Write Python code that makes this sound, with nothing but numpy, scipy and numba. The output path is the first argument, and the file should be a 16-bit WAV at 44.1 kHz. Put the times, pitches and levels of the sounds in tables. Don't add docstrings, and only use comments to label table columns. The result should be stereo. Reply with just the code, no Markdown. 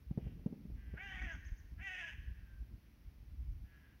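import sys
import numpy as np
from scipy import signal
from scipy.fft import rfft, irfft
from scipy.io import wavfile
from scipy.ndimage import uniform_filter1d
from numba import njit

SR = 44100
rng = np.random.default_rng(int(sys.argv[2]) if len(sys.argv) > 2 else 0)


def transcribe(signal):
    frames = np.atleast_2d(signal).T
    limited = np.clip(frames, -1, 1)
    pcm = np.round(limited * 32767).astype(np.int16)
    wavfile.write(sys.argv[1], SR, pcm)


N = 176400
T = np.arange(N) / SR

# (frequency [Hz], gain [dB])
HISS_SPECTRUM = [(150, -32), (300, -6), (400, -16), (750, -14), (1400, -15.5), (2200, -13), (3760, -20.5),
                 (5800, -20.5), (7700, -38.5), (9000, -31.5), (11000, -24), (15500, -22.5)]
RUMBLE_SPECTRUM = [(40, -12.5), (120, 4), (240, -2), (400, -12.5), (800, -26.5), (2000, -44)]
# (time [s], half length [s], rumble [dB], flapping [dB], left minus right [dB])
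BUFFETS = [(0.094, 0.022, -43, -68, 14), (0.27, 0.035, -42, -59.5, 17), (0.388, 0.043, -46, -58.5, 3.5),
           (0.747, 0.048, -43.5, -63, 14), (0.905, 0.043, -43.5, -58.5, 9.5),
           (1.133, 0.064, -48.5, -60, 7.5), (1.245, 0.028, -40, -53.5, 20), (1.361, 0.025, -43.5, -57, 10),
           (1.478, 0.038, -47, -78, 22), (1.53, 0.012, -38.5, -65, 28), (1.639, 0.032, -51, -71, 18),
           (1.724, 0.015, -45.5, -60, 27), (1.798, 0.031, -47, -62, 20), (2.186, 0.037, -45.5, -69, 10.5),
           (2.3, 0.02, -36.5, -70, -4), (2.418, 0.04, -49.5, -69, -3), (2.531, .025, -49.5, -67, 21),
           (2.614, 0.02, -40.5, -64, -7), (2.739, 0.032, -48, -59, -9.5), (3.069, 0.014, -45.5, -81, 30),
           (3.21, 0.046, -52.5, -66.5, -4), (3.338, 0.041, -46, -65.5, -7.5), (3.415, 0.02, -40, -89, 36),
           (3.508, 0.042, -41, -88, 42), (3.627, 0.027, -47, -71, 30)]
# (frequency [Hz], gain [dB])
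WIND_SPECTRUM = [(15, -28), (30, -12.5), (45, 1.5), (60, 4), (85, -3), (120, -11.5), (200, -33.5),
                 (300, -33), (500, -67), (1000, -68), (3000, -83)]
FLAP_SPECTRUM = [(50, -12), (110, -8), (180, 4.5), (290, -5.5), (420, -23), (800, -28.5), (3000, -54)]
# (time [s], length [s], pitch [Hz], level [dB], resonance [Hz], its width [Hz])
FAR_CAWS = [(0.179, 0.17, 389, -74.5, 2400, 1500), (0.758, 0.37, 388.5, -69.5, 1810, 444),
            (1.393, 0.13, 360, -65.5, 1860, 221), (2.294, 0.35, 320.8, -75, 1543, 169),
            (2.818, 0.078, 338.5, -81.5, 1990, 597), (3.633, .34, 327.6, -72, 1590, 500)]
# (time [s], length [s], top pitch [Hz], level [dB])
CHIRPS = [(1.307, 0.055, 6520, -68.5), (1.444, 0.049, 6493, -68.5), (1.563, 0.048, 6440, -73)]
# (time [s], pitch [Hz], thud [dB], sand [dB])
HOOF_FALLS = [(0.1093, 154, -29, -50), (0.175, 148, -27, -40.5), (.265, 111.4, -33, -52.5),
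              (0.392, 166, -49, -57), (0.4601, 184.5, -26.5, -42), (0.524, 219, -35.5, -50.5),
              (.602, 208, -46.5, -78), (.652, 195, -39.5, -59.5), (0.698, 180, -51, -57),
              (0.937, 149, -39, -49.5)]
# (frequency [Hz], gain [dB])
SAND_SPECTRUM = [(60, -27), (200, 7), (420, 1), (760, -10.5), (1100, -25), (2000, -34), (4000, -43.5),
                 (10000, -63)]
# (time [s], pitch [Hz], relative level [dB], lower resonance [Hz], upper resonance [Hz], roughness [-])
CAW_CONTOURS = [
    [(.968, 276, -59, 1420, 1510, 0.26), (.979, 312, -50.5, 1540, 1600, .25),
     (.991, 364, -54, 1680, 2230, 0.37), (1.01, 384.4, -50.5, 1860, 2250, 0.3),
     (1.047, 399.4, -51, 1780, 2590, 0.16), (1.10, 382.8, -52, 1780, 3040, 0.48),
     (1.135, 375.3, -50.5, 1830, 3080, 0.71), (1.19, 370.7, -52.5, 1880, 2250, 0.88),
     (1.24, 367.6, -51, 1880, 2330, 0.74), (1.26, 353, -53.5, 1750, 2358, 0.71),
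     (1.318, 328.8, -50, 1660, 1660, 0.45), (1.338, 293.8, -52, 1560, 1900, 0.66),
     (1.352, 293.7, -57, 1460, 2170, 1.11)],
    [(1.797, 334.2, -58.5, 1400, 1810, 0.48), (1.808, 353, -57, 1510, 2150, 0.59),
     (1.828, 390, -51.5, 2310, 2700, 0.14), (1.85, 394.8, -52, 1920, 2340, 0.25),
     (1.872, 389.6, -44, 1910, 2700, 0.2), (1.894, 368.3, -49.5, 1900, 2400, 0.27),
     (1.93, 371.8, -49.5, 2050, 2600, 0.34), (1.95, 357.8, -49.5, 1820, 2540, 0.94),
     (1.987, 367.3, -49, 1950, 2300, 0.7), (2.012, 343.6, -48, 1730, 2680, 0.72),
     (2.066, 331.8, -52, 1680, 2400, 0.49), (2.078, 318.8, -49, 1676, 2490, 0.95),
     (2.108, 310.7, -53, 1919, 2620, 1.08), (2.135, 281, -61, 1830, 2452, 1.08)],
]
# (frequency [Hz], gain [dB])
THROAT_RESPONSE = [(200, -27), (380, -24), (740, -9), (1100, -7), (1300, -8.5), (1550, 1), (2000, -2),
                   (2350, -3), (2800, -0.5), (3150, -0.5), (3600, -13.5), (4200, -30), (5200, -22.5),
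                   (6300, -16), (7300, -34.5), (9000, -29), (12000, -58)]
BEAK_HISS_SPECTRUM = [(3000, -11), (4200, -14), (5200, -1.5), (6300, 5), (7300, -19), (9000, -20),
                      (12000, -28)]
SHUT_BEAK_RESPONSE = [(2400, -1), (3000, -10), (4000, -15)]
# (frequency [Hz], gain [dB])
TREE_RESPONSE = [(300, -26), (1000, -5.5), (1700, 0.5), (2300, 2.5), (3000, 0), (6000, 1), (12000, -9)]
# (frequency [Hz], gain [dB])
FAR_PORT_RESPONSE = [(400, 7.5), (750, 14.5), (1300, 0.5), (2200, 0.5), (4400, -13), (8000, 5)]

BREEZE_DB = [-57, -65.5]
CAW_TILTS_DB_PER_OCTAVE, HISS_TOPS_DB = [-3, -0.6], [-18, 6]
SHIVER_DEPTH, SHIVER_LAGS_S = .48, [.0004, .0009, .0015]
JITTER, SHIMMER, RASP_DB = .026, .25, -15
FLUTTER_RATIO, FLUTTER_DRIFT, FLUTTER_FM, FLUTTER_AM = .41, .2, .075, .55
LOWER_WIDTH_HZ, LOWER_DB, UPPER_WIDTH_HZ, UPPER_DB = 140., 11, 127., 5.5
BEAK_OPEN_S, CAW_EDGE_S, HISS_TOP_HZ = 0.08, 0.0098, 7000
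CROW_GAIN_DB, RIGHT_LAG_S = 3, 0.00044
THUD_RISE_S, SAND_RISE_S, SAND_DECAY_S = 0.0037, 0.00078, 0.012
CHIRP_ARCH_HZ, CHIRP_WAVER = 2100, .028
RECORDER_TOP_HZ = 15750


def undb(db):
    return 10 ** (np.asarray(db) / 20)


def unit(x):
    return x / np.sqrt(np.mean(x ** 2) + 1e-30)


def colour(x, points):
    hz, db = np.array(points, float).T
    f = np.fft.rfftfreq(x.shape[-1], 1 / SR)
    gain = undb(np.interp(np.log(f + 1), np.log(hz), db))
    return irfft(rfft(x) * gain, x.shape[-1])


def noise(spectrum, shape=N):
    return unit(colour(rng.standard_normal(shape), spectrum))


def wobble(hz):
    f = np.fft.rfftfreq(N, 1 / SR)
    return unit(irfft(rfft(rng.standard_normal(N)) * np.exp(-.5 * (f / hz) ** 2), N))


def pan(db):
    gains = undb(np.array([[db], [-db]]) / 2)
    return gains / gains.mean()


def steady(x, span_s):
    power = uniform_filter1d(x ** 2, int(span_s * SR) + 1, axis=-1)
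    return x / np.sqrt(np.abs(power) + 1e-12)


@njit
def resonate(x, hz, width_hz):
    y, band_state, low_state = np.empty(len(x)), 0., 0.
    for i in range(len(x)):
        g, damping = np.tan(np.pi * hz[i] / SR), width_hz / hz[i]
        band = (band_state + g * (x[i] - low_state)) / (1 + g * (g + damping))
        band_state, low_state = 2 * band - band_state, low_state + 2 * g * band
        y[i] = damping * band
    return y


def scatter(x, t60_s, build_s):
    t = T[:N // 2]
    envelope = np.exp(-np.log(1000) * t / t60_s) * (1 - np.exp(-t / build_s))
    tail = unit(rng.standard_normal((2, len(t))) * envelope) / np.sqrt(len(t))
    return signal.fftconvolve(x[None], tail, axes=1)[:, :N]


def hiss_and_rumble():
    hiss = noise(HISS_SPECTRUM, (2, N)) * undb(-73)
    rumble = noise(RUMBLE_SPECTRUM) * undb(-69.5 + 0.83 * wobble(hz=15))
    return hiss + rumble


def wind():
    rumble_power, flap_power = undb(np.array(BREEZE_DB)[:, None] + 0.87 * wobble(hz=1)) ** 2, 0
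    for time, half_s, rumble_db, flap_db, pan_db in BUFFETS:
        buffet = pan(pan_db) ** 2 * np.exp(-((T - time) / half_s) ** 2)
        rumble_power += undb(rumble_db) ** 2 * buffet
        flap_power += undb(flap_db) ** 2 * buffet
    rumble = steady(noise(WIND_SPECTRUM, (2, N)), span_s=0.073)
    flapping = steady(noise(FLAP_SPECTRUM, (2, N)), span_s=0.073)
    return rumble * np.sqrt(rumble_power) + flapping * np.sqrt(flap_power)


def far_crows():
    calls = np.zeros(N)
    for start, length, hz, db, throat_hz, width_hz in FAR_CAWS:
        progress = np.clip((T - start) / length, 0, 1)
        sagging_hz = hz * (1 - 0.087 * (progress - .5))
        voice = colour(syrinx(sagging_hz, roughness=.8), THROAT_RESPONSE)
        voice = unit(resonate(voice, np.full(N, float(throat_hz)), float(width_hz)))
        calls += voice * undb(db) * np.sqrt(np.abs(np.sin(np.pi * progress)))
    echo = undb(-6) * scatter(calls, t60_s=0.97, build_s=0.012)
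    return (calls + echo) * pan(db=-22)


def small_bird():
    chirps, waver = np.zeros(N), 1 + CHIRP_WAVER * wobble(hz=401)
    for start, length, top_hz, db in CHIRPS:
        progress = np.clip((T - start) / length, 0, 1)
        hz = (top_hz - CHIRP_ARCH_HZ * (2 * progress - 1) ** 2) * waver
        envelope = undb(db) * np.sqrt(np.abs(np.sin(np.pi * progress)))
        chirps += envelope * np.sin(2 * np.pi * np.cumsum(hz) / SR)
    return chirps * pan(db=-7) + undb(-2) * scatter(chirps, t60_s=0.59, build_s=0.012)


def horse():
    hooves = np.zeros(N)
    for start, hz, thud_db, sand_db in HOOF_FALLS:
        age = np.maximum(T - start, 0)
        envelope = (age / THUD_RISE_S * np.exp(1 - age / THUD_RISE_S)) ** 2
        thud = -envelope * np.sin(2 * np.pi * hz * age)
        sand = noise(SAND_SPECTRUM) * np.exp(-age / SAND_DECAY_S) * (1 - np.exp(-age / SAND_RISE_S))
        hooves += undb(thud_db) * thud + undb(sand_db) * sand
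    return hooves * pan(db=2) + undb(-10.5) * scatter(hooves, t60_s=1, build_s=0.011)[0]


def syrinx(hz, roughness):
    flutter_hz = FLUTTER_RATIO * hz * (1 + FLUTTER_DRIFT * wobble(hz=30.15))
    flutter = np.sin(2 * np.pi * np.cumsum(flutter_hz) / SR)
    shaken_hz = hz * (1 + roughness * (JITTER * wobble(hz=60) + FLUTTER_FM * flutter))
    cycles = np.cumsum(shaken_hz) / SR
    offset = (cycles % 1 - .5) * SR / hz / 2
    pulses = unit(np.sinc(offset) * np.exp(-(offset / 4) ** 2))
    rasp = unit(rng.standard_normal(N) * (1 - np.cos(2 * np.pi * cycles)))
    size = 1 + roughness * (SHIMMER * wobble(hz=70) + FLUTTER_AM * flutter)
    return (pulses - pulses.mean() + undb(RASP_DB) * roughness * rasp) * size


def caw(contour, tilt_db_per_octave, hiss_top_db):
    times, *columns = np.array(contour).T
    hz, db, lower_hz, upper_hz, roughness = (np.interp(T, times, column) for column in columns)
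    pulses = syrinx(hz, roughness)
    shiver = sum(wobble(hz=26) * np.roll(pulses, int(lag * SR)) for lag in SHIVER_LAGS_S)
    throat = [(f, gain + tilt_db_per_octave * np.log2(f)) for f, gain in THROAT_RESPONSE]
    voice = colour(pulses + SHIVER_DEPTH * roughness * shiver, throat)
    lower = undb(LOWER_DB) * resonate(voice, lower_hz, LOWER_WIDTH_HZ)
    upper = undb(UPPER_DB) * resonate(voice, upper_hz, UPPER_WIDTH_HZ)
    hiss_spectrum = [(f, gain + hiss_top_db * (f > HISS_TOP_HZ)) for f, gain in BEAK_HISS_SPECTRUM]
    hiss = noise(hiss_spectrum) * undb(-30 + 4.9 * wobble(hz=60))
    voice = steady(voice + lower + upper, span_s=0.039) + hiss
    shut = np.exp(-np.maximum(T - times[0], 0) / BEAK_OPEN_S)
    voice = voice * (1 - shut) + colour(voice, SHUT_BEAK_RESPONSE) * shut
    outside_s = np.maximum(0, np.maximum(times[0] - T, T - times[-1]))
    return voice * undb(db + CROW_GAIN_DB) * np.exp(-outside_s / CAW_EDGE_S)


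def near_crow():
    caws = sum(caw(*call) for call in zip(CAW_CONTOURS, CAW_TILTS_DB_PER_OCTAVE, HISS_TOPS_DB))
    direct = np.array([caws, np.roll(caws, int(RIGHT_LAG_S * SR))])
    nearby = undb(-8) * scatter(caws, t60_s=.09, build_s=0.0048)
    trees = undb(-12.5) * colour(scatter(caws, t60_s=0.97, build_s=0.038), TREE_RESPONSE)
    left, right = (direct + nearby) * pan(db=-11) + trees * pan(db=-15)
    return np.array([colour(left, FAR_PORT_RESPONSE), right])


def scene():
    return near_crow() + far_crows() + small_bird() + horse() + wind() + hiss_and_rumble()


def record(dry):
    return signal.sosfilt(signal.ellip(10, .2, 70, RECORDER_TOP_HZ, fs=SR, output="sos"), dry)


dry = scene()
out = record(dry)
transcribe(out)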